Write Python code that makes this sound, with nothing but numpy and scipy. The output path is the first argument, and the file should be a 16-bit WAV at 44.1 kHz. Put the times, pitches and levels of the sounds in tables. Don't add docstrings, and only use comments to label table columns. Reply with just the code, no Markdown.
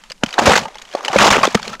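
import sys
import numpy as np
from scipy import signal
from scipy.fft import rfft, irfft, next_fast_len
from scipy.io import wavfile
from scipy.ndimage import uniform_filter1d, map_coordinates

SR = 44100
rng = np.random.default_rng(int(sys.argv[2]) if len(sys.argv) > 2 else 0)


def makeup_ratio(level_db):
    decades = np.asarray(level_db, float) / 20
    return 10 ** decades


def transcribe(signal):
    frames = np.atleast_2d(signal).T
    limited = np.clip(frames, -1, 1)
    pcm = np.round(limited * 32767).astype(np.int16)
    wavfile.write(sys.argv[1], SR, pcm)


N = 79380


def unit(x):
    return x / np.sqrt(np.mean(x ** 2) + 1e-20)


def coloured(x, points):
    size = next_fast_len(N + 8192)
    hz, db = np.transpose(points)
    bins_hz = np.fft.rfftfreq(size, 1 / SR)
    gain = makeup_ratio(np.interp(np.log(bins_hz + 1), np.log(hz + 1), db))
    return irfft(rfft(x, size) * gain, size)[:N]


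def thin(x, hz, order=3):
    return signal.sosfilt(signal.butter(order, hz, "high", fs=SR, output="sos"), x)


def wobble(rate):
    knots = rng.standard_normal(int(N * rate / SR) + 4)
    return map_coordinates(knots, [np.arange(N) * rate / SR])


def rings(s, gain, hz, t60, rise_s, size):
    t = np.arange(size) / SR
    tone = gain[:, None] * np.sin(2 * np.pi * hz[:, None] * t)
    wave = tone * makeup_ratio(-60 * t / t60[:, None]) * (1 - np.exp(-t / rise_s))
    at = np.round(s * SR).astype(int)[:, None] + np.arange(size)
    return np.bincount(at.ravel(), wave.ravel(), N + size)[:N]


def struck(rows, ratios, drop_db, rise_s, size):
    s, db, hz, t60 = np.transpose(rows)
    u = rng.standard_normal((len(s), len(ratios), 2))
    out = rings(s, makeup_ratio(db), hz, t60, rise_s, size)
    for k, ratio in enumerate(ratios):
        late = s + 0.0003 * np.abs(u[:, k, 1])
        gain = makeup_ratio(db + drop_db + 2 * u[:, k, 1])
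        partner_hz = np.minimum(hz * ratio * np.exp(0.142 * u[:, k, 0]), .4 * SR)
        out = out + rings(late, gain, partner_hz, t60 / max(ratio, 1), rise_s, size)
    return out


# (frequency [Hz], level [dB])
HISS_COLOUR = [(120, -9), (200, 4), (815, -26), (1620, -15), (7180, -14), (12000, -23), (15600, -54),
               (22000, -120)]
# (frequency [Hz], level [dB])
WIND_COLOUR = [(12, -2), (35, 0), (60, -30), (85, -46), (200, -70)]
HISS_DB, WIND_DB = -57.5, -54
LULL_S, LULL_DB = (.88, 1.1), -11


def air():
    t = np.arange(N) / SR
    lull_db = LULL_DB * uniform_filter1d(1. * (t > LULL_S[0]) * (t < LULL_S[1]), size=1500)
    hiss = makeup_ratio(HISS_DB + 0.82 * wobble(29.5)) * unit(coloured(rng.standard_normal(N), HISS_COLOUR))
    wind = unit(coloured(rng.standard_normal(N), WIND_COLOUR))
    return hiss + makeup_ratio(WIND_DB + lull_db + 1.2 * wobble(4.8)) * wind


# (time [s], level [dB], shards over slabs [dB])
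BOOT_LOAD = [(0, -61, 16.5), (.12, -60.5, 14.5), (0.202, -66, 10), (0.232, -30.5, -12.5),
             (0.287, -47.5, 13), (.36, -33.5, -1.5), (.43, -24, 5), (0.585, -25.5, 8), (.69, -40.5, 0.5),
             (.72, -45, 3.5), (0.899, -51.5, 11.5), (0.999, -33.5, 2.5), (1.12, -28.5, 1.5), (1.18, -23, 9),
             (1.42, -25.5, 3.5), (1.529, -38.5, 10.5), (1.74, -36, 6), (1.775, -52, 6.5)]


def boot_load(t):
    s, level_db, share_db = np.transpose(BOOT_LOAD)
    return np.interp(t, s, level_db), np.interp(t, s, share_db)


# (from [s], to [s])
SLUSH_SPANS = [
    (.39, .68),
    (1.149, 1.8),
]
SLUSH_DB = -4.5


def slush():
    t = np.arange(N) / SR
    load_db, _ = boot_load(t)
    dull = unit(coloured(rng.standard_normal(N), [(30, -1.5), (220, 22.5), (500, -28)]))
    wet = sum((t > a) * (t < b) for a, b in SLUSH_SPANS)
    return wet * makeup_ratio(load_db + SLUSH_DB + 3 * wobble(40)) * dull


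# (time [s], peak level [dB], pitch [Hz], t60 [s])
HEEL_THUMPS = [(.237, -5, 224, 0.029), (.417, -13, 237, 0.1), (.478, -6, 86, 0.059), (.47, -10, 253, 0.11),
               (.558, -14.5, 190, 0.024), (.51, -8.5, 198, 0.062), (.62, -15, 175, 0.01),
               (1.16, -8.5, 218, 0.088), (1.21, -8.5, 206, 0.092), (1.31, -16, 77, 0.054),
               (1.368, -7.5, 220, 0.031), (1.552, 1, 216, 0.04), (.103, -39, 170, .04),
               (.268, -25, 174, 0.035), (1.1, -26, 160, .05)]


def thumps():
    return thin(struck(HEEL_THUMPS, (1.35, 2.0), -6, 0.0014, size=7000), hz=46.6)


# (time [s], peak level [dB], pitch [Hz], t60 [s])
SLAB_KNOCKS = [(.0365, -37.5, 890, 0.039), (.107, -30.5, 540, 0.039), (.2345, -4.5, 1430, 0.018),
               (.235, 0.5, 526, 0.0095), (.451, -10, 487, 0.017), (.617, -38, 1090, 0.044),
               (.655, -17, 894, 0.057), (.684, -20.5, 763, .03), (.755, -25.5, 857, 0.043),
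               (.9495, -6.5, 561, 0.032), (.973, -20, 850, 0.034), (1.008, -18, 1160, 0.013),
               (1.031, -29, 610, 0.024), (1.056, -16.5, 510, 0.034), (1.081, -11, 858, 0.05),
               (1.101, -18, 771, 0.078), (1.159, 4.5, 551, 0.027), (1.258, 2.5, 626, 0.019),
               (1.41, -9, 604.4, 0.01), (1.433, -1, 1079, 0.051), (1.4765, 3.5, 386, 0.0067),
               (1.548, -7.5, 428, 0.039), (1.573, -16, 1290, 0.031), (1.597, -17, 900, 0.014),
               (1.676, -20.5, 474, 0.026), (1.731, -22, 1336, 0.085), (1.797, -29, 583, 0.037),
               (.938, -26, 573, 0.055), (.914, -39, 1410, 0.018), (1.001, -23, 794, 0.018),
               (.387, -4.5, 866, 0.024), (.506, 1, 770, 0.013), (.615, -25, 1050, 0.022),
               (1.24, -6, 600, .02), (1.284, -10, 905, 0.024), (1.368, 1.5, 423, .012),
               (1.382, -0.5, 464, 0.0088), (1.434, -3.5, 848, 0.07), (1.441, -10, 930, 0.035),
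               (1.454, -11, 870, .025), (.381, -7, 1570, .035), (.478, -4.5, 340, 0.043),
               (.9505, -15.5, 1127, 0.033), (.95, -12, 717, 0.019), (1.549, -9.5, 1850, .02),
               (1.332, -9.5, 2930, .05), (1.244, -9, 2890, 0.044)]


def knocks():
    return thin(struck(SLAB_KNOCKS, (.8, 1.3, 2.1), -9.5, 0.00049, size=4000), hz=224)


# (time [s], peak level [dB], pitch [Hz])
SHARD_TICKS = [(0.0372, -18, 3100), (0.0677, -35, 3650), (0.0999, -13.5, 4400), (0.1057, -15, 2910),
               (0.118, -7, 4900), (0.2354, 5.5, 3090), (0.2616, -5.5, 3060), (0.2679, -24, 3140),
               (0.2897, -9, 2360), (0.3066, -11.5, 4730), (0.3274, -5.5, 3000), (0.3366, -13, 2280),
               (0.3403, -4.5, 3820), (0.6822, -15, 2040), (0.7545, -15, 2120), (0.7836, -13, 3380),
               (0.8169, -17, 3880), (0.8518, -19, 3020), (0.889, -24, 3400), (0.9138, -18.5, 3030),
               (0.927, -15.5, 3170), (0.048, -47, 3040), (.1785, -35, 3000), (0.6557, -16.5, 2900),
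               (.7305, -35, 2780), (.745, -21, 3400), (0.771, -21, 2970), (.82, -17, 6700),
               (0.869, -36, 4000), (.877, -36, 4400), (.937, -14, 4200), (.236, -11.5, 5580),
               (.384, -5, 2360), (.5555, -1, 4340),
               (0.9507, -7.5, 4400), (1.0074, -23, 6000), (1.0289, -21, 6500), (1.0486, -1, 3000),
                     (1.058, -6.5, 2270), (1.0812, 4.5, 3000), (1.118, -8, 2940), (1.1304, 0, 2080),
                     (1.1444, -27, 2320), (1.163, 5, 2160), (1.597, -13.5, 2270), (1.629, -5.5, 4400),
                     (1.6787, -4.5, 4130), (1.7513, -14, 1950), (1.7964, -14, 1900), (1.049, -6, 4490),
                     (1.619, -19, 5050), (1.41, -19.5, 7000), (1.471, 0, 3530), (1.485, -11, 2360),
                     (1.505, -19, 2400), (1.55, -4, 3570), (1.6529, -13, 2300), (1.7307, -18.5, 6400),
                     (1.305, 5, 3580), (1.399, -7, 3000)]
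TICK_T60_S, GRIT_T60_S = 0.013, 0.027


def ticks():
    rows = np.array([row + (TICK_T60_S,) for row in SHARD_TICKS])
    t, env = np.arange(3000) / SR, np.zeros(N + 3000)
    for s, db, _, _ in rows:
        env[round(s * SR):][:len(t)] += makeup_ratio(db - 60 * t / GRIT_T60_S) * (1 - np.exp(-t / 0.00023))
    grit_colour = [(500, -20), (1500, 7), (6500, -2.0), (9000, -15.5), (16000, -31.0)]
    grit = unit(coloured(rng.standard_normal(N), grit_colour))
    ringing = thin(makeup_ratio(-8) * struck(rows, (.7, 1.45, 1.9), -12.5, 0.00071, size=2000), hz=690)
    return makeup_ratio(-17) * env[:N] * grit + ringing


def grains(count, hz_at, spread, cycles, scatter_db, size):
    s, u = rng.uniform(0, (N - 1) / SR, count), rng.standard_normal((count, 2))
    hz = np.clip(hz_at[(s * SR).astype(int)] * np.exp(spread * u[:, 0]), 120, .4 * SR)
    gain = np.sign(u[:, 1]) * np.sqrt(hz) * makeup_ratio(scatter_db * rng.exponential(size=count))
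    x = rings(s, gain, hz, cycles / hz, 1e-4, size)
    return x / np.sqrt(np.abs(uniform_filter1d(x ** 2, size=330)) + .04 * np.mean(x ** 2))


# (time [s], length [s], level [dB], shards over slabs [dB], slab pitch [Hz])
FRACTURE_RUNS = [(0.38, 0.0051, -9.5, -21, 950), (0.387, 0.012, -11.5, 2.5, 890),
                 (0.408, 0.019, -23, -6, 564), (0.456, 0.012, -15, 7.5, 940), (0.469, 0.0095, -8, 1, 990),
                 (0.477, 0.018, -14.5, 2.5, 810), (.494, 0.006, -10.5, -1, 940), (.504, 0.016, -12, 2, 756),
                 (0.519, 0.014, -21, 6, 865), (0.533, 0.0078, -11.5, -3, 1420),
                 (0.554, 0.012, -14, 8, 1094), (.574, 0.0067, -21, 13, 1070),
                 (0.589, 0.0041, -31.5, 16, 1340), (1.129, 0.017, -20, -10, 714),
                 (1.185, 0.005, -12, 5.5, 1540), (1.195, 0.015, -13.5, 3, 1470),
                 (1.213, 0.014, -11.5, 4, 940), (1.231, 0.0074, -17, 3, 1090),
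                 (1.241, 0.015, -13.5, 6.5, 837), (1.258, 0.0043, -12, -3, 700),
                 (1.265, 0.014, -15.5, 6, 790), (1.277, .01, -11.5, -1.5, 950),
                 (1.289, 0.0048, -21.5, 3, 1020), (1.302, 0.012, -14, 7, 1430),
                 (1.318, 0.0087, -18.5, 7.5, 990), (1.326, 0.023, -14, 0, 1220),
                 (1.351, 0.016, -15, 3, 1220), (1.38, 0.012, -18, -8, 1370), (1.43, 0.017, -16, 5.5, 1010),
                 (1.451, 0.004, -11.5, 4.5, 910), (1.467, 0.0032, -26.5, 8, 1420),
                 (1.546, 0.0081, -12, 4, 1337)]
# (frequency [Hz], level [dB])
SHARD_COLOUR = [(530, -5), (900, 2), (1420, -5), (2500, -6.5), (4000, -10), (7000, -9.5), (8300, -16),
                (15500, -29.5)]
# (from [s], to [s])
PAUSES = [
    (1.013, 1.028),
    (1.603, 1.619),
    (1.292, 1.303),
]
PAUSE_DB, SHARD_DB = -7, -7
RISE_S, FALL_S = .001, .0028


def crunch():
    t = np.arange(N) / SR
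    load_db, share_db = boot_load(t)
    held = uniform_filter1d(sum(1. * (t > a) * (t < b) for a, b in PAUSES), size=130)
    slab = makeup_ratio(load_db + PAUSE_DB * held) * makeup_ratio(2.1 * wobble(130))
    shard = slab * makeup_ratio(share_db)
    pitch, weight = 850 * slab, slab.copy()
    for start, length, db, bright_db, hz in FRACTURE_RUNS:
        rise = np.clip((t - start) / RISE_S, 0, 1)
        shape = makeup_ratio(db) * rise * np.exp(-np.clip(t - start - length, 0, 1) / FALL_S)
        slab, shard = slab + shape, shard + makeup_ratio(bright_db) * shape
        pitch, weight = pitch + hz * shape, weight + shape
    low = grains(count=2600, hz_at=pitch / weight, spread=.38, cycles=15., scatter_db=3.2, size=1000)
    low = thin(low, hz=245)
    high = grains(count=6000, hz_at=np.full(N, 4000.), spread=0.572, cycles=19.5, scatter_db=0.0, size=300)
    high = unit(coloured(unit(high) + .6 * rng.standard_normal(N), SHARD_COLOUR))
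    return thin(slab * low + makeup_ratio(SHARD_DB + 1.3 * wobble(150)) * shard * high, hz=170)


# (frequency [Hz], side under mid [dB])
PORTS_APART = [(30, -24), (200, -40), (1500, -36.5), (4000, -33.5), (9000, -25), (14000, -23)]


def scene():
    mid = air() + slush() + thumps() + knocks() + ticks() + crunch()
    side = makeup_ratio(3.0) * coloured(mid * wobble(71), PORTS_APART)
    return np.array([mid + side, mid - side])


def roll_off(x):
    return signal.sosfilt(signal.butter(12, 15680, fs=SR, output="sos"), x)


def record(dry):
    ceiling, hardness = 1.02, 12
    mix = dry / (1 + np.abs(dry / ceiling) ** hardness) ** (1 / hardness)
    return roll_off(mix)


dry = scene()
out = record(dry)
transcribe(out)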